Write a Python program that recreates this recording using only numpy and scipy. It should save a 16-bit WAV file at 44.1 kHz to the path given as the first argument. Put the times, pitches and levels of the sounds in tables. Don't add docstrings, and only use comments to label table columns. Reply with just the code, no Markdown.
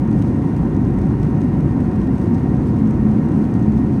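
import sys
import numpy as np
from scipy import signal
from scipy.fft import rfft, irfft
from scipy.io import wavfile

SR = 44100
rng = np.random.default_rng(int(sys.argv[2]) if len(sys.argv) > 2 else 0)


def materialize(psi):
    bounded = np.clip(np.atleast_2d(psi).T, -1, 1)
    quanta = np.round(bounded * 32767).astype(np.int16)
    wavfile.write(sys.argv[1], SR, quanta)


N = 176400

# frequency in Hz, relative level in dB per Hz.
VENT_COLOUR = [(1000, -5), (3000, 0), (4000, 0), (5100, -2.5), (6500, -2), (7100, -8.5), (7800, -8),
               (8300, -3.5), (9100, -8.5), (10500, -8), (11500, -11.5), (12700, -25.5), (15500, -25.5)]
SOFT_HISS_COLOUR = [(2000, -7), (4000, 3.5), (6300, 1), (7200, -2), (8300, -0.5), (10500, -6), (12500, -16),
                    (15500, -18)]
HIGH_HISS_COLOUR = [(7000, -20.5), (11000, -3), (13000, -2.5), (15500, 0)]  # thin, mostly above 11 kHz
TICK_COLOUR = [(700, -1), (1400, 10), (2300, 6), (3200, 1), (5000, -2), (6400, 2.5), (7200, -11), (8300, 3),
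               (9200, -11), (11000, -11), (13000, -25), (15500, -27)]
SNAP_COLOUR = [(5000, -29.5), (8500, -1.5), (12000, -5), (15000, -0.5)]
RUSH_COLOUR = [(200, -13), (560, 2), (650, 1), (850, -0.5), (1000, 1), (1100, -1.5), (1200, -6.5),
               (1300, -5.5), (1600, -9.5), (2100, -13), (2600, -22), (3200, -29.5), (5000, -52)]
ROAR_COLOUR = [(20, -23), (40, -21), (46, -16), (53, -5.5), (68, -5.3), (90, -4.5), (130, 1), (165, -1),
               (200, -1), (280, -1.8), (315, -6.3), (338, -6.8), (375, -12.7), (430, -19.5), (490, -21),
               (540, -28), (700, -41), (1200, -80)]
# middle in seconds, length in seconds, soft hiss level in dB, high hiss level in dB.
HISS_SWELLS = [(.27, .25, -65, -75), (1.72, .06, -70, -69), (2.22, .27, -60.5, -69),
               (2.67, .14, -60.5, -78), (3.41, .18, -64, -79), (3.79, .12, -65, -71)]
# start in seconds, level in dB, bright edge in dB relative to that.
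CLEAR_TICKS = [(0.1126, -40.5, -28), (0.1278, -42.5, -32), (0.1858, -43, -35), (0.2176, -42, -8),
               (0.223, -37, -17), (0.5651, -41, -10), (0.8503, -45, -35), (0.9861, -40.5, -34),
               (1.0156, -42.5, -37), (1.2303, -35, -31), (1.4167, -38.5, -28), (1.6056, -40, -30),
               (1.8042, -40, -37), (1.9131, -43, -37), (1.957, -44, -33), (2.0152, -41.5, -33),
               (2.1818, -42, -34), (2.345, -40, -26), (2.8733, -44, -35), (2.9088, -40.5, -34.5),
               (3.1147, -44, -33), (3.2865, -44, -33), (3.3187, -41, -32), (3.4418, -42, -32),
               (3.4523, -44, -34.5), (3.5395, -40.5, -35), (3.5952, -43, -28), (3.6264, -43.5, -33),
               (3.7216, -45.5, -16), (3.7767, -45, -27)]
# time in seconds, level in dB before the throb is added.
DRONE_SWELL = [(0, -34), (2.65, -31), (2.8, -22), (3.2, -22), (3.45, -20.7), (3.87, -20.7), (4, -27.5)]
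# multiple of the fan's pitch, level in dB, roughness from 0 to 1.
WHINE_PARTIALS = [(1, -46.5, .48), (2, -55, .5), (3, -67.7, .55)]
# frequency in Hz, level in dB.
ROTOR_HUMS = [(548.2, -48.5), (1009, -57)]
# time in seconds, level in dB.
ROAR_LEVEL = [(0, -16), (1.1, -15.5), (2.5, -15.5), (2.85, -15.5), (3.15, -14.5), (3.5, -15.5), (4, -16)]
# frequency in Hz, width in Hz, level in dB.
CABIN_RESONANCES = [(55.2, 7.7, -34.5), (397.4, 6.5, -43), (568, 22, -53.5), (742.7, 56, -43),
                    (1008, 46, -56), (2487, 75, -67)]


def from_db(db):
    return 10 ** (np.asarray(db) / 20)


def unit_rms(x):
    return x / np.sqrt(np.mean(x ** 2) + 1e-20)


def curve(rows):
    return np.interp(np.arange(N) / SR, *np.transpose(rows))


def noise(colour):
    hz, db = np.transpose(colour)
    bins_hz = np.maximum(np.arange(N // 2 + 1) * SR / N, 1)
    gain = from_db(np.interp(np.log(bins_hz), np.log(hz), db))
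    return unit_rms(irfft(rfft(rng.standard_normal(N)) * gain, N))


def narrow_noise(hz, width_hz):
    bins_hz = np.arange(N // 2 + 1) * SR / N
    detuning = (bins_hz - hz) / (width_hz * 2 / np.pi)
    return unit_rms(irfft(rfft(rng.standard_normal(N)) / (1 + detuning ** 2), N))


def wavering_tone(hz, width_hz, rough):
    clean = np.sqrt(2) * np.sin(2 * np.pi * (hz * np.arange(N) / SR + rng.random()))
    return np.sqrt(1 - rough ** 2) * clean + rough * narrow_noise(hz, width_hz)


def decay(power, t60_s):
    feedback = from_db(-60 / (t60_s * SR)) ** 2
    return signal.lfilter([1], [1, -feedback], power + 1e-18)


def brushing_and_puffs():
    t = np.arange(N) / SR
    soft_hiss, high_hiss = noise(SOFT_HISS_COLOUR), noise(HIGH_HISS_COLOUR)
    grain_db = 3 * narrow_noise(0, width_hz=90)
    hiss = np.zeros(N)
    for middle_s, length_s, soft_db, high_db in HISS_SWELLS:
        swell = np.cos(np.pi * np.clip((t - middle_s) / length_s, -.5, .5))
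        hiss += swell * (from_db(soft_db) * soft_hiss + from_db(high_db) * high_hiss)
    return unit_rms(from_db(grain_db)) * hiss


def ventilation(level_db=-58.8, flicker_db=.7):
    return from_db(level_db + flicker_db * narrow_noise(0, width_hz=23)) * noise(VENT_COLOUR)


def trim_ticks(small_per_s=45, attack_s=.00025, echo_s=.019, echo_db=-12.5):
    small_ticks = rng.random(N) < small_per_s / SR
    small_db = -50 + 1.8 * rng.standard_normal(N)
    power = small_ticks * from_db(small_db) ** 2
    edge_power = np.zeros(N)
    for start_s, db, edge_db in CLEAR_TICKS:
        power[int(start_s * SR)] += from_db(db) ** 2
        edge_power[int(start_s * SR)] += from_db(db + edge_db) ** 2
    rise = np.exp(-1 / (attack_s * SR))
    power = signal.lfilter([1 - rise], [1, -rise], power + 1e-18)
    power += from_db(echo_db) ** 2 * np.pad(power, (int(echo_s * SR), 0))[:N]
    tail_power = from_db(-10) ** 2 * decay(power, t60_s=.034)
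    body = np.sqrt(decay(power, t60_s=.013) + tail_power) * noise(TICK_COLOUR)
    snap = np.sqrt(decay(edge_power, t60_s=.013)) * noise(SNAP_COLOUR)
    return from_db(-1.3) * body + from_db(1) * snap


def rotor_hums():
    return sum(from_db(db) * wavering_tone(hz, width_hz=9, rough=.4) for hz, db in ROTOR_HUMS)


def fan_whine(pitch_hz=927.2, width_hz=22):
    return sum(from_db(db) * wavering_tone(multiple * pitch_hz, multiple * width_hz, rough)
               for multiple, db, rough in WHINE_PARTIALS)


def engine_drone(beat_hz=3.424, crest_s=3.13, depth_db=5):
    throb_db = depth_db * np.cos(2 * np.pi * beat_hz * (np.arange(N) / SR - crest_s))
    return from_db(curve(DRONE_SWELL) + throb_db) * wavering_tone(hz=215.3, width_hz=12, rough=.25)


def airflow(rush_db=-38):
    roar_db = curve(ROAR_LEVEL)
    roar = from_db(roar_db) * noise(ROAR_COLOUR)
    swing_db = .5 * (roar_db - roar_db.mean())
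    flicker_db = .5 * narrow_noise(0, width_hz=22)
    rush = from_db(rush_db + swing_db + flicker_db) * noise(RUSH_COLOUR)
    ringing = sum(from_db(db) * narrow_noise(hz, width_hz) for hz, width_hz, db in CABIN_RESONANCES)
    return roar + rush + ringing


def scene():
    roar_and_engines = airflow() + engine_drone() + fan_whine() + rotor_hums()
    return (roar_and_engines + ventilation() + trim_ticks() + brushing_and_puffs())[None]


def record(dry):
    return signal.sosfilt(signal.ellip(10, .1, 80, 15500, fs=SR, output="sos"), dry)


dry = scene()
out = record(dry)
materialize(out)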